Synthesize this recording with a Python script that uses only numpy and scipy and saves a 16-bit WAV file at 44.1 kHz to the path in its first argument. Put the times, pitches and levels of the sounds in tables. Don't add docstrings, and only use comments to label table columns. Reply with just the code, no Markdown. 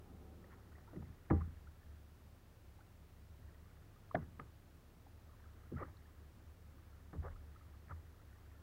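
import sys
import numpy as np
from scipy import signal
from scipy.fft import rfft, irfft, next_fast_len
from scipy.io import wavfile
from scipy.ndimage import map_coordinates

SR = 44100
rng = np.random.default_rng(int(sys.argv[2]) if len(sys.argv) > 2 else 0)


def dump(signal):
    limited = np.clip(np.atleast_2d(signal).T, -1, 1)
    pcm = np.round(limited * 32767).astype(np.int16)
    wavfile.write(sys.argv[1], SR, pcm)


N = 380141


def amp(db):
    return 10 ** (np.asarray(db) / 20)


def unit(x):
    return x / np.sqrt(np.mean(x ** 2) + 1e-20)


def along(points, hz):
    point_hz, values = np.transpose(points)
    return np.interp(np.log(hz + 1), np.log(point_hz + 1), values)


def wobble(rate):
    knots = rng.standard_normal(int(N * rate / SR) + 4)
    return map_coordinates(knots, [np.arange(N) * rate / SR])


def filtered(x, response):
    size = next_fast_len(len(x) + SR // 2)
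    spectrum = rfft(x, size) * response(np.fft.rfftfreq(size, 1 / SR))
    return irfft(spectrum, size)[:len(x)]


def noise(spectrum):
    return unit(filtered(rng.standard_normal(N), lambda hz: amp(along(spectrum, hz))))


def add(track, s, sound):
    start = max(0, round(s * SR))
    part = track[start:start + len(sound)]
    part += sound[:len(part)]


def softened(hz, cutoff_hz):
    return 1 / np.sqrt(1 + (hz / cutoff_hz) ** 4)


def high_passed(x, edge_hz):
    return signal.sosfilt(signal.butter(2, edge_hz, "high", fs=SR, output="sos"), x)


# (frequency [Hz], relative level per Hz [dB])
HISS_COLOUR = [(71, -40.5), (120, -1.5), (150, 0.5), (184, -4.5), (226, -4.5), (271, -5), (301, -8),
               (326, -6), (384, -9), (942, -16), (1360, -17.5), (2310, -23), (8200, -32), (13100, -32),
               (15800, -27.5)]
# (frequency [Hz], relative level per Hz [dB])
RUMBLE_COLOUR = [(10, -26), (30, -8.5), (50, -20), (66, 2), (78, 4.5), (90, -5), (110, -6), (140, -21),
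                 (250, -38.5), (1000, -100)]
# (frequency [Hz], rms level [dB], unsteadiness [ratio])
HUM_TONES = [(33.8, -68.5, 0.14), (72.9, -62.5, 0.38), (100.7, -67, 0.11), (166.3, -78.5, 0.52)]
# (frequency [Hz], rms level [dB], unsteadiness [ratio])
WHINE_TONES = [(12818, -106, .1), (12898, -97, .1), (12979, -98, .1)]


def background(rumble_db=-64, rumble_sway_db=1.7, hiss_db=-67):
    t = np.arange(N) / SR
    hiss = amp(hiss_db) * noise(HISS_COLOUR)
    rumble = amp(rumble_db + rumble_sway_db * wobble(5.9)) * noise(RUMBLE_COLOUR)
    out = hiss + rumble
    for hz, db, unsteady in HUM_TONES + WHINE_TONES:
        waver = 1 + unsteady * (wobble(2.2) + 1j * wobble(2.4))
        out += amp(db) * unit(np.real(waver * np.exp(2j * np.pi * hz * t)))
    return out


# (frequency [Hz], width [Hz], level [dB])
WALL_MODES = [(93, 17, -8), (182, 67, -0.5), (246, 37, -11.5), (345, 53, -7.5), (580, 22, -16.5),
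              (755, 37, -7.5), (1250, 87, -13)]
# (time [s], level [dB])
DRAG_LEVEL = [(0, -63), (0.198, -61.5), (.45, -64.5), (.8, -71), (1.3, -72), (2.2, -100), (8.62, -85.5)]


def drag():
    def walls(hz):
        total = 0
        for centre, width, db in WALL_MODES:
            damping = 1j * hz * width
            total = total + amp(db) * damping / (centre * centre - hz * hz + damping)
        return total * softened(hz, cutoff_hz=720)

    level_db = np.interp(np.arange(N) / SR, *np.transpose(DRAG_LEVEL))
    return amp(level_db) * unit(filtered(rng.standard_normal(N), walls))


# (frequency [Hz], gain [dB])
CASE_RESPONSE = [(100, 13.5), (600, 3.5), (1050, -0.5), (1300, 2.5), (1550, -2.5), (1900, 2.5),
                 (2500, -15.5), (5000, -28), (16000, -69)]


def through_case(x):
    return filtered(x, lambda hz: amp(along(CASE_RESPONSE, hz)))


def bubble(hz, cycles):
    turns = hz * np.arange(SR // 40) / SR
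    age = turns / cycles
    return age * np.exp(-2 * age) * np.sin(2 * np.pi * turns * (1 + 0.0071 * age))


def bubbling(rate, centre_hz, octaves, cycles, size_db):
    out = np.zeros(N)
    times = rng.uniform(0, N / SR, size=6000)
    draws = np.clip(rng.standard_normal((6000, 2)), -2, 2)
    count = max(1, int(rate * N / SR))
    for s, (pitch, size) in zip(times[:count], draws):
        hz = centre_hz * 2 ** (octaves * pitch)
        add(out, s, amp(size_db * size) * bubble(hz, cycles))
    return unit(through_case(out))


# (blade goes in [s], blade comes out [s], gurgle rms level [dB])
PADDLE_STROKES = [(0.368, 1.446, -78), (3.35, 4.105, -81.5), (5.2, 5.837, -78), (6.61, 7.298, -83.5),
                  (7.453, 7.96, -82), (8.16, 8.445, -82)]
SWELL_S, DRAIN_S = 0.12, 0.6
GURGLE_PER_S, GURGLE_HZ, GURGLE_OCTAVES = 420, 1586, 0.34
DRIPS_PER_S, DRIP_HZ, DRIP_OCTAVES = 16, 1602, 0.22
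DRIP_DB = -3.5


def trickle():
    t = np.arange(N) / SR
    flow = np.zeros(N)
    for start, end, db in PADDLE_STROKES:
        swell = np.clip((t - start) / SWELL_S, 0, 1)
        drain = np.exp(-np.maximum(t - end, 0) / DRAIN_S)
        flow += amp(db) * swell * drain
    gurgle = bubbling(GURGLE_PER_S, GURGLE_HZ, GURGLE_OCTAVES, cycles=4.6, size_db=3.5)
    drips = bubbling(DRIPS_PER_S, DRIP_HZ, DRIP_OCTAVES, cycles=6.5, size_db=3.0)
    return flow * (gurgle + amp(DRIP_DB) * drips)


def swarm(half, centre_hz, rate, octaves=0.57, cycles=2.03, size_db=1.5):
    draws = rng.standard_normal((400, 3))[:max(4, int(2 * half * rate))]
    out = np.zeros(int(6 * half * SR) + SR // 40)
    for when, pitch, size in np.clip(draws, -2.5, 2.5):
        sound = amp(size_db * size) * bubble(centre_hz * 2 ** (octaves * pitch), cycles)
        add(out, (3 + when / np.sqrt(2)) * half, sound)
    out = through_case(out)
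    return out * np.sqrt(2 * half * SR) / np.linalg.norm(out)


# (time [s], rms level [dB], half-length [s], centre pitch [Hz])
BURSTS = [(0.443, -58.5, 0.0021, 1450), (0.526, -64.5, 0.013, 1780), (0.785, -62.5, 0.004, 1340),
          (1.027, -58.5, 0.0027, 1130), (1.308, -38.5, 0.0038, 1610), (1.412, -59, 0.0066, 1670),
          (4.154, -38, 0.0017, 1170), (4.398, -47, .002, 1790), (5.813, -54.5, .026, 1620),
          (5.819, -48.5, 0.012, 571), (7.138, -65, 0.0064, 1290), (7.255, -51.5, 0.018, 1046),
          (7.91, -58.5, 0.015, 1480)]
BURST_PER_S = 3200
FALL_S, FALL_DB = 0.06, -18
FALL_HALF_S, FALL_HZ, FALL_PER_S = 0.019, 1630, 900


def splashes_and_ticks():
    out = np.zeros(N)
    for s, db, half, centre_hz in BURSTS:
        add(out, s - 3 * half, amp(db) * swarm(half, centre_hz, BURST_PER_S))
        fall_gain = amp(db + FALL_DB) * np.sqrt(half / FALL_HALF_S)
        drops = fall_gain * swarm(FALL_HALF_S, FALL_HZ, FALL_PER_S)
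        add(out, s + FALL_S - 3 * FALL_HALF_S, drops)
    return out


# (time [s], peak level [dB], pitch [Hz], half-length [s])
SHORT_TONES = [(0.758, -63, 1920, .004), (0.885, -59.5, 940, 0.0056), (0.964, -43, 326, 0.0022),
               (1.3054, -37.5, 780, 0.0027), (1.417, -49.5, 1150, 0.0036), (1.675, -57, 1390, 0.0026),
               (2.792, -61, 830, 0.0034), (2.811, -62.5, 1420, 0.0042), (4.114, -43.5, 1130, 0.0015),
               (4.15, -25, 655, .0022), (4.152, -54.5, 3340, 0.0012), (4.1545, -33, 1720, .0017),
               (4.401, -47.5, 1185, 0.0035), (5.069, -59, 800, .0025), (5.461, -62, 1280, 0.0039),
               (5.774, -52, 1350, 0.0078), (5.83, -43, 1224, 0.0052), (5.972, -67, 4130, 0.0018),
               (7.284, -45, 1390, 0.00067), (7.363, -60.5, 1300, .0035), (7.563, -58.5, 1290, 0.0032),
               (7.912, -46.5, 1335, 0.0036), (7.923, -49.5, 1200, 0.0031)]
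TONE_RISE = 0.087


def short_tones(rough=0.21, spray_db=-13):
    out, spray = np.zeros(N), noise(CASE_RESPONSE)
    for s, db, hz, half in SHORT_TONES:
        u = np.arange(-4, 4, 1 / (half * SR))
        phase = 2 * np.pi * np.cumsum(hz * 2 ** (TONE_RISE * u)) / SR
        flutter = rough * map_coordinates(rng.standard_normal(12), [u - u[0]])
        tone = np.sin(phase - phase[len(u) // 2] + flutter)
        hiss = amp(spray_db) * spray[round(s * SR):][:len(u)]
        swell = np.exp(-u ** 2 / 2)
        add(out, s + u[0] * half, amp(db) * swell * (tone + hiss))
    return out


# (time [s], peak level [dB], frequency [Hz], half-length [s])
HULL_SWAYS = [(7.213, -51, 49, 0.049), (7.333, -50.5, 36, 0.041)]


def sway():
    t = np.arange(N) / SR
    out = np.zeros(N)
    for s, db, hz, half in HULL_SWAYS:
        swell = np.exp(-((t - s) / half) ** 2 / 2)
        out += amp(db) * swell * np.sin(2 * np.pi * hz * (t - s))
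    return out


# (frequency [Hz], relative level [dB])
CLATTER_COLOUR = [(60, 6.5), (120, -1.5), (300, -0.5), (450, 1), (750, -9), (1000, -6), (1300, -7),
                  (1900, -11), (2400, -23), (5000, -45)]
# (frequency [Hz], time to fall 60 dB [s])
CLATTER_T60 = [(120, 0.55), (300, 0.18), (700, 0.12), (1400, 0.13), (4000, 0.051)]


def clatter(cutoff_hz, lowest_hz=105):
    hz, t, bands = signal.stft(rng.standard_normal(SR // 2), SR, nperseg=512)
    colour = amp(along(CLATTER_COLOUR, hz)) * softened(hz, cutoff_hz)
    fade = amp(-60 * t / along(CLATTER_T60, hz)[:, None])
    shaped = bands * unit(colour)[:, None] * fade
    tail = signal.istft(shaped, SR, nperseg=512)[1][:SR // 2]
    return high_passed(tail, lowest_hz)


# (frequency [Hz], level [dB], time to fall 60 dB [s])
HULL_MODES = [(55.2, -25, 1), (81.7, -3, 0.49), (140.3, -5, 0.42), (175, -18, 0.35), (198.4, -14.5, 0.25),
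              (239.2, -10.5, 0.24), (308, -2.5, 0.082), (357, -16, 0.19), (476, -28.5, 0.22),
              (795, -22, 0.25), (865, -35, 0.2), (1170, -15, 0.14), (1340, -34, 0.53), (2000, -27, 0.18)]
# (time [s], level [dB], hardness as cut-off [Hz], boom of the lowest modes [dB],
# rebound delay [s], rebound over the blow [dB])
HULL_BLOWS = [(0.931, -50.5, 594, -12, 0.031, 6), (0.963, -48, 345, -11.5, .033, 7.5),
              (1.302, -34.5, 1980, -1, 0.011, -7), (1.307, -22, 780, -4, .0185, -2.5),
              (4.149, -36, 900, -11.5, 0.011, -7), (4.394, -55.5, 1500, -16.5, 0.011, -24),
              (5.717, -39, 338, -9.5, .024, 1.5), (7.129, -49.5, 1100, -13.5, 0.016, 0),
              (7.179, -36, 75, 7.5, 0.015, -14), (7.903, -48.5, 240, -1.5, 0.01, 3)]
CLATTER_DB, CLATTER_PER_BOOM = -13, -1.24
REBOUND_SOFTNESS, REBOUND_BOOM_DB = 0.33, 8


def knocks(attack_s=0.00081, scatter_db=1, low_cut_hz=42):
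    out, t = np.zeros(N), np.arange(SR // 2) / SR
    hz, mode_db, t60 = np.transpose(HULL_MODES)
    modes = np.sin(2 * np.pi * hz[:, None] * t) * amp(-60 * t / t60[:, None])
    modes[1::2] *= -1
    deep = hz < 100

    def contact(cutoff_hz, boom_db, rattle_db):
        scatter = scatter_db * rng.standard_normal(len(hz))
        strength = amp(mode_db + boom_db * deep + scatter)
        ring = (strength * softened(hz, cutoff_hz)) @ modes
        onset = 1 - np.exp(-t / attack_s)
        return (ring + amp(rattle_db) * clatter(cutoff_hz)) * onset

    for s, db, cutoff_hz, boom_db, delay, rebound_db in HULL_BLOWS:
        rattle_db = CLATTER_DB + CLATTER_PER_BOOM * boom_db
        blow = contact(cutoff_hz, boom_db, rattle_db)
        rebound = contact(cutoff_hz * REBOUND_SOFTNESS, boom_db + REBOUND_BOOM_DB, rattle_db)
        add(out, s, amp(db) * blow)
        add(out, s + delay, amp(db + rebound_db) * rebound)
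    return high_passed(out, low_cut_hz)


def scene(hull_echo_db=3):
    small_sounds = short_tones() + splashes_and_ticks() + trickle()
    tail = clatter(cutoff_hz=6000)
    tail_peak = np.abs(rfft(tail)).max()
    echo = signal.fftconvolve(small_sounds, tail / tail_peak)[:N]
    lingering = small_sounds + amp(hull_echo_db) * echo
    return (background() + drag() + lingering + sway() + knocks())[None]


def record(dry, top_hz=15800):
    return filtered(dry[0], lambda hz: hz < top_hz)[None]


dry = scene()
out = record(dry)
dump(out)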